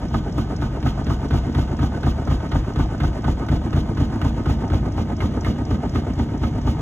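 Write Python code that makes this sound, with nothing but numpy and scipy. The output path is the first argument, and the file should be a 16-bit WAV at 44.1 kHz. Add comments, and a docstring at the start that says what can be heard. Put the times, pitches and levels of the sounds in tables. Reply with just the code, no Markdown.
"""A small room where a front-loading washing machine spins a wet, unbalanced load about four times a second.
On every turn laundry thuds in the tub, knocks on the door and scrubs the seal; a lump sticks out for a while.
Soft impulses ring banks of resonances for thuds and knocks; grainy coloured noise makes scrubs and slaps.
A small scratch of noise ticks once a turn; now and then a heavy knot clunks or a loose end flaps wetly.
A phone with two microphone ports is close to the door, then drawn back: boom and ringing change balance."""
import sys
import numpy as np
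from scipy import signal
from scipy.fft import rfft, irfft, next_fast_len
from scipy.io import wavfile
from scipy.ndimage import uniform_filter1d

SR = 44100
rng = np.random.default_rng(int(sys.argv[2]) if len(sys.argv) > 2 else 0)


def generate_wav(signal):
    """Clip the signal to [-1, 1] and save it as 16-bit WAV at the path in sys.argv[1]."""
    frames = np.transpose(np.atleast_2d(signal))
    scaled = np.clip(frames, -1, 1) * 32767
    pcm = np.round(scaled).astype(np.int16)
    wavfile.write(sys.argv[1], SR, pcm)


N = 300321
TIME = np.arange(N) / SR
DRAWN_BACK_S = 4.5  # the balance switches at once
FOLDS_LEAD_S = 0.072  # the folds start to pass this long before the load meets the seal

# how hard the load leans on tub and seal: (time [s], thud level [dB], rub level [dB])
WEIGHT = [(0.1, 1, -2.5), (0.86, -2.5, -2), (1.1, -3, -1.5), (1.35, -1, -1), (3.0, 0.1, -0.9),
          (4.7, -0.4, -0.5), (5.0, 0, -1.5), (5.5, 1, -2), (6.7, -0.5, -2)]
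# how far a lump of laundry sticks out: (time [s], level [dB])
LUMP_OUT = [(0.38, -7.5), (0.62, -7), (0.84, 12.5), (4.74, 0.5), (5.0, -10), (6.7, -4.5)]
# bright spectrum of smacks and scuffs: (frequency [Hz], level [dB])
SMACK_SPECTRUM = [(800, 3.5), (1500, 10.5), (2150, 2.5), (2500, -1), (3500, 2.5), (6000, -14.5),
                  (9000, -24.5), (13000, -22), (16000, -42)]
# spectrum of fine water spray: (frequency [Hz], level [dB])
SPRAY_SPECTRUM = [(4000, -20), (8000, 0), (12000, -1.5), (14500, -6), (15700, -6)]
# the load slaps the door as it lands: (time [s], dull thwack level [dB], bright smack level [dB])
LOAD_SLAP = [(0.14, -14, -36), (0.38, -17.5, -42), (0.62, -16.5, -40), (1.1, -16, -60), (1.34, -17.5, -50),
             (1.58, -22, -50), (1.83, -21.5, -58), (2.07, -17, -54), (2.31, -18.5, -52), (2.802, -18, -61),
             (3.7, -26.5, -60), (4.7, -22.5, -52), (4.98, -16, -52), (5.47, -21, -45), (6.698, -19, -44)]
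# a loose end flaps against the door:
# (time [s], dull thwack level [dB], bright smack level [dB], spray level [dB])
FLAPS = [(0.382, -32, -60, -40), (0.866, -43, -40, -56), (5.204, -25, -35.5, -55), (5.447, -38, -33.5, -47),
         (5.958, -31, -39.5, -59), (6.436, -29, -48, -58)]
# harder ring of the door frame: (frequency [Hz], width [Hz], level [dB])
FRAME_MODES = [(570, 50, -8), (685.7, 37, 2), (811.4, 48, 2), (901, 55, 0.5), (1170, 39, -7),
               (1254, 42, -5.5), (1501, 70, -10), (1720, 61, -17), (2182, 43, -15)]


def from_db(db):
    """Decibels to gain."""
    return 10 ** (np.asarray(db) / 20)


def rms_one(x):
    """Scale to an rms of 1."""
    return x / np.sqrt(np.mean(x ** 2) + 1e-20)


def at_hz(points, hz):
    """Read a table on a log-frequency axis."""
    f, value = np.transpose(points)
    return np.interp(np.log(hz + 1e-6), np.log(f), value)


def read(curve, times):
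    """The columns of a curve at given times."""
    s, *columns = np.transpose(curve)
    return [np.interp(times, s, c) for c in columns]


def since(times):
    """For every sample: which of these moments came last, and the seconds since."""
    last = np.clip(np.searchsorted(times, TIME) - 1, 0, None)
    return last, TIME - times[last]


def close_or_back(close_db, back_db):
    """Level in dB over time: one value close to the door, another once drawn back."""
    return np.where(TIME > DRAWN_BACK_S, back_db, close_db)


def colour(x, spectrum):
    """Give a signal a spectrum that falls steeply above its last point."""
    size = next_fast_len(x.shape[-1] + SR // 10)
    hz = np.fft.rfftfreq(size, 1 / SR)
    above = np.maximum(hz / spectrum[-1][0], 1) ** -4
    shaped = rfft(x, size) * from_db(at_hz(spectrum, hz)) * above
    return irfft(shaped, size)[..., :x.shape[-1]]


def drift(rate):
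    """Smooth, bounded chance with a spread of 1; rate is in new values per second."""
    steps = np.clip(rng.standard_normal(SR), -2, 2)
    return rms_one(np.interp(TIME * rate, np.arange(SR), steps))


def wide(noise, spread_db):
    """The seal is a large ring, so each port hears a share of noise of its own."""
    return noise + from_db(spread_db) * rng.standard_normal((2, N))


def resonance(x, hz, width_hz):
    """One mode, gain 1 on top."""
    r = np.exp(-np.pi * width_hz / SR)
    zeros = np.array([1, 0, -1]) * (1 - r * r) / 2
    poles = [1, -2 * r * np.cos(2 * np.pi * hz / SR), r * r]
    return signal.lfilter(zeros, poles, x + 1e-18)


def modes(x, table):
    """Drive a set of modes; each is heard at a new strength once the phone is drawn back."""
    return sum(from_db(close_or_back(close_db, back_db)) * resonance(x, hz, width)
               for hz, width, close_db, back_db in table)


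def clicks(times, db):
    """Single impulses at given times."""
    out = np.zeros(N)
    at = np.round(np.ravel(times) * SR).astype(int)
    inside = (at >= 0) & (at < N)
    np.add.at(out, at[inside], from_db(np.ravel(db))[inside])
    return out


def fade(x, decay_s):
    """Each impulse jumps up and dies away."""
    return signal.lfilter([1], [1, -np.exp(-1 / (decay_s * SR))], x + 1e-18)


def struck(force, table, soft_hz, spot_db=2.0):
    """Softened blows ring a set of modes at rms 1; the spot they strike shifts every 20 ms, favouring other
    modes."""
    force = signal.sosfilt(signal.butter(2, soft_hz, fs=SR, output="sos"), force + 1e-18)
    spot = (TIME * 50).astype(int)  # a new spot every 20 ms
    chance = np.clip(rng.standard_normal((len(table), spot[-1] + 1)), -2, 2)
    gains = from_db(spot_db * chance)
    ring = 0
    for k, (hz, width, db) in enumerate(table):
        sign = (-1) ** k  # neighbouring modes ring in opposite phase
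        ring = ring + sign * from_db(db) * resonance(force * gains[k, spot], hz, width)
    return rms_one(ring)


def friction(noise, spectrum, grain_db, grain_rate):
    """Cloth grips and slips, so its noise comes in tiny bursts."""
    return rms_one(colour(noise * from_db(grain_db * drift(grain_rate)), spectrum))


def meetings():
    """The moments when the load meets the seal, once a turn, starting one turn early."""
    # speed of the drum: (time [s], speed [turns per minute])
    speed = [(0, 251.3), (2.2, 247.48), (4.4, 247.12), (5.4, 245.92), (6.8, 251.62)]
    first_meeting_s = 0.143
    t = np.arange(-SR // 2, N) / SR
    turns = np.cumsum(np.interp(t, *np.transpose(speed))) / 60 / SR
    turns -= np.interp(first_meeting_s, t, turns)
    return np.interp(np.arange(-1, turns[-1]), turns, t)


def tucked_in(times):
    """0 while the lump sticks out, nearing 1 as it lies flat."""
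    return np.clip(1 - from_db(read(LUMP_OUT, times)[0]), 0, 1)


def folds(met, likeness):
    """The same folds of cloth pass on every turn, so each turn's noise resembles the last by a set likeness."""
    turn, age = since(met - FOLDS_LEAD_S)
    keep = np.clip(likeness, 0, .99)
    texture = rng.standard_normal((len(met), SR // 2))
    for k in range(1, len(texture)):
        texture[k] = keep * texture[k - 1] + np.sqrt(1 - keep ** 2) * texture[k]
    return texture[turn, np.round(age * SR).astype(int)]


def rumble(met, level_db, lump_share, drawn_back_db):
    """The rolling drum shakes the cabinet, slightly more while the lump makes the load lopsided."""
    # spectrum: (frequency [Hz], level [dB])
    rumble_spectrum = [(15, -30), (28, -17), (42, 1.5), (62, 1), (110, 0), (180, -3), (300, -28),
                       (600, -57)]
    lopsided_db = lump_share * read(LUMP_OUT, TIME)[0]
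    shake = from_db(level_db + lopsided_db + close_or_back(0, drawn_back_db))
    return shake * rms_one(colour(folds(met, likeness=0.75), rumble_spectrum))


def contact(met):
    """Each rub swells, holds and dies away; gives the strength of drone, scrub and hiss."""
    # cloth passing over the seal in every turn: leading folds, landing, drag, trailing folds
    # (start after the load meets the seal [s], attack [s], hold [s], release [s],
    #  drone level [dB], scrub level [dB], hiss level [dB])
    rubs = [(-0.052, 0.017, 0.079, .012, -6.5, -14.5, -14.5),
            (-0.0142, 0.011, 0.0022, 0.0059, 0.5, -3.5, -4), (-0.014, 0.021, 0.036, 0.017, -4.5, -15, -3),
            (0.087, 0.03, 0.036, 0.01, -2, -7, -20)]
    # contact between the rubs: (drone level [dB], scrub level [dB], hiss level [dB])
    light_contact_db = [-5.5, -11.5, -12]
    scatter_db = 0.8  # from turn to turn
    power = from_db(light_contact_db)[:, None] ** 2
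    for start, attack, hold, release, *db in rubs:
        turn, age = since(met + start)
        swell = np.clip(age / attack, 0, 1)
        envelope = swell * np.exp(-np.maximum(age - attack - hold, 0) / release)
        strength = from_db(scatter_db * rng.standard_normal(len(met)))
        power = power + (from_db(db)[:, None] * envelope * strength[turn]) ** 2
    return np.sqrt(power)


def seal(met, drone_db, scrub_db, hiss_db, spray_db, judder_db):
    """Laundry drags over the rubber seal: a low drone, a coarse scrub, a wet hiss and fine spray."""
    # spectra: (frequency [Hz], level [dB])
    drone_spectrum = [(90, -15), (170, -9.5), (205, 0.5), (232, -2), (275, -7), (308, -1), (400, -10.5),
                      (520, -14), (900, -38)]
    scrub_spectrum = [(200, -29), (450, -11), (560, 5), (700, 5), (920, -0.5), (1000, -3.5), (1200, -5),
                      (1700, -9), (2400, -15.5), (3400, -20), (5000, -20), (9000, -28.5)]
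    hiss_spectrum = [(1000, -19), (2000, 0.5), (2500, 3.5), (3200, 9), (4400, 4), (5500, 2), (7000, -1),
                     (7700, -11.5), (8400, -13.5), (11000, -19.5), (14000, -10), (15200, -36)]
    # judder of the rubber, weak while the lump holds it open: (time [s], level [dB])
    judder_level = [(0.4, -14), (1.3, -33), (4.74, -15), (5.0, -11), (5.5, -2), (6.7, -10.5)]
    # how wet the cloth on the seal is, as the level of its hiss: (time [s], level [dB])
    wetness = [(0.15, 1.5), (0.62, -0.5), (0.9, 1), (1.6, 0.5), (1.85, -1), (2.1, 0), (3.1, -1.5),
               (3.8, -1.5), (4.27, -1), (5.0, -2.5), (5.25, 0), (5.5, 1.5), (5.73, -1.5), (5.97, 1),
               (6.2, -1), (6.45, -1), (6.7, 1)]

    droning, scrubbing, hissing = contact(met)
    pressure = from_db(read(WEIGHT, TIME)[1])

    # the rubber judders as the load lets go of it: an extra swell of the drone
    let_go_s, judder_s = .038, .028
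    _, age = since(met - FOLDS_LEAD_S)
    after_meeting = age - FOLDS_LEAD_S
    swell = np.exp(-((after_meeting - let_go_s) / judder_s) ** 2)
    judder = swell * from_db(judder_db + read(judder_level, TIME)[0])
    drone_noise = friction(folds(met, likeness=0.778), drone_spectrum, grain_db=-1.0, grain_rate=260)
    drone = (from_db(drone_db) * droning + judder) * drone_noise

    scrub_noise = wide(folds(met, likeness=0.28), spread_db=-17.5)
    scrub_noise = friction(scrub_noise, scrub_spectrum, grain_db=2.0, grain_rate=300)
    scrub = from_db(scrub_db) * scrubbing * pressure * scrub_noise

    wet_contact = hissing * from_db(read(wetness, TIME)[0]) * pressure
    wet_noise = wide(rng.standard_normal(N), spread_db=-12)
    hiss = from_db(hiss_db) * wet_contact * friction(wet_noise, hiss_spectrum, grain_db=1.0, grain_rate=810)

    # squaring squeezes fine spray out mostly where the wet cloth presses hardest
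    spray_noise = friction(rng.standard_normal(N), SPRAY_SPECTRUM, grain_db=-2.5, grain_rate=730)
    spray = from_db(spray_db) * wet_contact ** 2 * spray_noise
    return drone + scrub + hiss + spray


def panels(cloth):
    """The sounds of the cloth set door and cabinet ringing."""
    # (frequency [Hz], width [Hz], level close to the door [dB], level drawn back [dB])
    panel_modes = [(240.3, 38, -0.5, 0), (396, 31, -22, -4.5), (688, 28, -10, -14), (1152, 120, -5.5, -8),
                   (1500, 55, -0.5, -30), (1940, 83, -9, -3.5), (2152, 36, -5, 2), (2870, 34, -9, -4)]
    return modes(cloth, panel_modes)


def patter(met, level_db, per_s, size_db):
    """Small creases flick the door frame at random, harder where the cloth scrubs harder."""
    sizes = from_db(size_db * np.clip(rng.standard_normal(N), -2, 2))
    hits = (rng.random(N) < per_s / SR) * sizes
    return from_db(level_db) * struck(hits * contact(met)[1], FRAME_MODES, soft_hz=2170)


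def tub(met, level_db, soft_hz, scatter_db):
    """The blows of each turn, softened by wet cloth, set the tub booming on its springs."""
    # soft blows of the load in every turn:
    # (time after the load meets the seal [s], level [dB], change with the lump fully tucked in [dB])
    thuds = [(-.056, -16, 8), (-.0225, -1.5, -14.5), (-.0088, -1, -16), (.004, -19.5, 14), (0.0122, 1, -5),
             (.0275, -19.5, 4), (0.0387, -12.5, 6), (.073, -8, -40), (.0895, -8, -34), (.1075, -26, -8),
             (.1285, -4.5, -8), (0.1477, -21, 14)]
    # tub on its springs: (frequency [Hz], width [Hz], level close to the door [dB], level drawn back [dB])
    tub_modes = [(42, 7.9, 3.5, -14), (64.37, 11.5, 2, 3.5), (90.3, 25.7, -1.5, 0), (124.4, 17, -3, -12.5),
                 (232, 67, -5.5, -8.5)]
    delay, db, change_db = np.transpose(thuds)[:, :, None]
    chance = scatter_db * rng.standard_normal((len(thuds), len(met)))
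    blow_db = read(WEIGHT, met)[0] + db + change_db * tucked_in(met) + chance
    force = clicks(met + delay, blow_db)
    force = signal.sosfilt(signal.butter(4, soft_hz, fs=SR, output="sos"), force + 1e-18)
    return from_db(level_db) * rms_one(modes(force, tub_modes))


def knocks(met, knock_db, clack_db, rap_db, scuff_db, scuff_s, scatter_db, jitter_s):
    """The same knots hit the door on every turn, never quite alike: a hollow knock, a clack, a rap and a scuff."""
    # knots of cloth in every turn: (time after the load meets the seal [s], hollow knock level [dB],
    #  clack level [dB], hard rap level [dB], scuff level [dB], change with the lump fully tucked in [dB])
    knots = [(-.0345, -8.5, 1, -12, 7, -36), (-.018, -16.5, -17.5, -7.5, -2.5, 2),
             (-.001, -1, -3, -4.5, -4, -1.5), (.007, -5.5, -11, -2, 3, -6),
             (0.017, -14.5, -11.5, -6.5, -18, -15), (.028, -12.5, -33, -20, -14, 12.5),
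             (0.05, -25.5, -21, -21, -12, -5), (0.092, -19, -22, -5, -3, 0),
             (.118, -16.5, -12, -9.5, -9, 10.5), (.124, -8, -4.5, -10, -27, -3),
             (.141, -8, -4, -8, -12, -3), (.149, -1.5, -1.5, -7.5, -9, 3)]
    # how hard the knots knock: (time [s], level [dB])
    knock_force = [(0.3, -3), (1.2, 2.5), (2.6, 2), (4.7, 1), (5.5, -2.5), (6.7, 1)]
    # hollow ring of the door bowl: (frequency [Hz], width [Hz], level [dB])
    bowl_modes = [(228, 33.2, -0.5), (305, 55, -3.5)]
    # clack of the front panel: (frequency [Hz], width [Hz], level [dB])
    front_modes = [(382.7, 62, 0.11), (423, 73, -1.1)]

    delay, *strengths, change_db = np.transpose(knots)[:, :, None]
    chance = np.clip(rng.standard_normal((len(knots), len(strengths) + 1, len(met))), -2, 2)
    s = met + delay + jitter_s * chance[:, 0]
    force_db = read(knock_force, met)[0] + change_db * tucked_in(met)
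    hollow, clack, hard, rough = [clicks(s, force_db + db + scatter_db * chance[:, k + 1])
                                  for k, db in enumerate(strengths)]

    scuff_noise = wide(folds(met, likeness=0.45), spread_db=-36)
    scuffs = fade(rough, scuff_s) * friction(scuff_noise, SMACK_SPECTRUM, grain_db=2.5, grain_rate=440)
    return (from_db(knock_db) * struck(hollow, bowl_modes, soft_hz=550)
            + from_db(clack_db) * struck(clack, front_modes, soft_hz=900)
            + from_db(rap_db) * struck(hard, FRAME_MODES, soft_hz=2200)
            + from_db(scuff_db) * rms_one(scuffs))


def ticks(met, hz, decay_s):
    """A button or zip touches the steel drum once a turn: a short, bright scratch of band-passed noise."""
    # (time [s], level [dB])
    tick_level = [(0.08, -45), (0.32, -40.5), (0.56, -38), (0.8, -48), (1.05, -42), (1.8, -45), (4.44, -48),
                  (4.7, -43.5), (5.17, -39), (5.41, -38), (5.65, -41), (6.6, -44)]
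    lead_s, width_hz = 0.0585, 1700  # lead: ahead of the load meeting the seal
    s = met - lead_s
    scratch = resonance(resonance(rng.standard_normal(N), hz, width_hz), hz, width_hz)
    return fade(clicks(s, read(tick_level, s)[0]), decay_s) * rms_one(scratch)


def slaps(met, thwack_db, smack_db, decay_s, drag_db, drag_s, cling_db, cling_s):
    """Wet cloth hits the door with a dull thwack and a bright smack, then drags; a loose end clings longer."""
    # spectrum of the dull thwack: (frequency [Hz], level [dB])
    thwack_spectrum = [(120, -27), (250, 10), (380, -13), (560, -4), (850, 0), (1000, -5.5), (1250, -1),
                       (1700, -20), (3000, -50), (6000, -42)]
    # the lump slaps just ahead of the load: (time [s], dull thwack level [dB], bright smack level [dB])
    lump_slap = [(0.861, -44, -64), (1.069, -20, -39), (1.312, -32, -36), (1.549, -25, -34),
                 (1.79, -23, -37), (2.279, -17.5, -35.5), (2.998, -21.5, -37.5), (3.498, -22, -34.5),
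                 (4.22, -23, -35.5), (4.46, -17, -38), (4.708, -27, -40.5), (4.919, -50, -65)]
    lump_lead_s = 0.03675
    each_turn = [[s, *read(curve, s)] for s, curve in ((met, LOAD_SLAP), (met - lump_lead_s, lump_slap))]
    flaps = np.transpose(FLAPS)[:3]
    blows = np.hstack(each_turn + [flaps])
    layers = ((thwack_db, thwack_spectrum), (smack_db, SMACK_SPECTRUM))
    out = 0
    for column, (level_db, spectrum) in enumerate(layers, 1):
        hits = clicks(blows[0], level_db + blows[column])
        drag = from_db(drag_db) * fade(hits, drag_s)
        cling = fade(clicks(flaps[0], level_db + cling_db + flaps[column]), cling_s)
        # soft cloth takes about 3 ms to land
        envelope = uniform_filter1d(fade(hits, decay_s) + drag + cling, size=130)
        noise = wide(folds(met, likeness=0.66), spread_db=-6.5)
        out = out + envelope * friction(noise, spectrum, grain_db=2.5, grain_rate=530)
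    return out


def landings(met, level_db, glass_db):
    """Each landing of the load makes the door frame ring; each flap rings the glass."""
    # ring of the door glass: (frequency [Hz], width [Hz], level [dB])
    glass_modes = [(1350, 39, -14), (1720, 55, -5), (2140, 26, 5), (2840, 34, -3)]
    s, _, bright_db, _ = np.transpose(FLAPS)
    frame = struck(clicks(met, read(LOAD_SLAP, met)[0]), FRAME_MODES, soft_hz=2170)
    glass = struck(clicks(s, bright_db), glass_modes, soft_hz=3470)
    return from_db(level_db) * frame + from_db(glass_db) * glass


def clunks(level_db, bounce_s, bounce_db):
    """A heavier knot tumbles against the door in mid-turn and bounces once, ringing a set of modes."""
    # strikes: (time [s], relative level [dB])
    strikes = [(0.266, -17.5), (0.509, -20.5), (0.771, -18), (4.64, -19), (4.862, -19), (5.099, -19),
               (5.374, -20), (5.599, -25.5), (5.835, -16.5), (6.068, -16.5), (6.349, -22)]
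    # what they ring: (frequency [Hz], width [Hz], level [dB])
    clunk_modes = [(311, 39, 3), (381, 29, 3.5), (414, 61, 1.5), (696.5, 22, -4), (828, 30, -6),
                   (910, 45, -8.5), (1280, 85, -14)]
    s, db = np.transpose(strikes)
    force = clicks(s, db) + clicks(s + bounce_s, db + bounce_db)
    return from_db(level_db) * struck(force, clunk_modes, soft_hz=1372)


def spurts(level_db, decay_s):
    """Each flap flings a short spurt of drops at the glass: a burst of very grainy, high noise."""
    s, _, _, spray_db = np.transpose(FLAPS)
    envelope = uniform_filter1d(fade(clicks(s, level_db + spray_db), decay_s), size=90)
    return envelope * friction(rng.standard_normal(N), SPRAY_SPECTRUM, grain_db=7, grain_rate=1500)


def room(x):
    """Dense reflections from near walls, different at each port: decaying noise as an echo pattern."""
    # reflections against the direct sound: (frequency [Hz], level [dB])
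    room_spectrum = [(60, -83), (180, -17), (350, -11), (800, -7.5), (1500, -4.5), (3000, -8.5),
                     (6000, -72.5), (14000, -70)]
    t60_s = 0.066
    t = TIME[:SR // 2]
    tail = rng.standard_normal((2, len(t))) * from_db(-60 * t / t60_s) * (t > .003)
    tail /= np.sqrt(np.sum(tail ** 2, axis=1, keepdims=True))
    return signal.fftconvolve(colour(x, room_spectrum), tail, axes=1)[:, :N]


def scene():
    """The machine, its ringing panels and the room."""
    met = meetings()
    cloth = seal(met, drone_db=-31, scrub_db=-31.5, hiss_db=-40.5, spray_db=-53.0, judder_db=-26.5)
    cloth = cloth + slaps(met, thwack_db=-10.0, smack_db=2.5, decay_s=0.0063,
                          drag_db=-13.5, drag_s=0.055, cling_db=-15, cling_s=0.045)
    machine = cloth + panels(cloth)
    machine = machine + rumble(met, level_db=-27.5, lump_share=0.021, drawn_back_db=1.0)
    machine = machine + patter(met, level_db=-44.0, per_s=130, size_db=6)
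    machine = machine + tub(met, level_db=-22.5, soft_hz=179, scatter_db=0.9)
    machine = machine + knocks(met, knock_db=-32.0, clack_db=-42.0, rap_db=-45.5, scuff_db=-49,
                               scuff_s=0.01, scatter_db=1.9, jitter_s=0.00037)
    machine = machine + ticks(met, hz=5400, decay_s=0.0051)
    machine = machine + landings(met, level_db=-46.0, glass_db=-58.5)
    machine = machine + clunks(level_db=-43.5, bounce_s=0.013, bounce_db=-4)
    machine = machine + spurts(level_db=-3, decay_s=0.0087)
    return machine + room(machine)


def record(dry):
    """The two ports differ in phase and level; the deepest bass and the top are cut."""
    # how far the left port leads the right: (frequency [Hz], phase [radians])
    port_phase = [(20, 0), (1300, -.1), (2400, 1.6), (2900, 1.3), (4700, 3.14), (15300, 18.85)]
    # left minus right: (frequency [Hz], level [dB])
    port_balance = [(100, 0.4), (700, -0.5), (1900, -2.5), (3000, -0.5), (15000, 0)]
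    bass_hz, cutoff_hz = 33, 15900
    size = next_fast_len(N + SR // 10)
    hz = np.fft.rfftfreq(size, 1 / SR)
    half = np.array([[.5], [-.5]])  # each port takes half of the difference
    balance = from_db(half * at_hz(port_balance, hz))
    phase = np.exp(1j * half * np.interp(hz, *np.transpose(port_phase)))
    bass_cut = hz ** 8 / (hz ** 8 + bass_hz ** 8)
    heard = irfft(rfft(dry, size) * balance * phase * bass_cut, size)[:, :N]
    return signal.sosfilt(signal.ellip(10, .1, 90, cutoff_hz, fs=SR, output="sos"), heard)


dry = scene()
out = record(dry)
generate_wav(out)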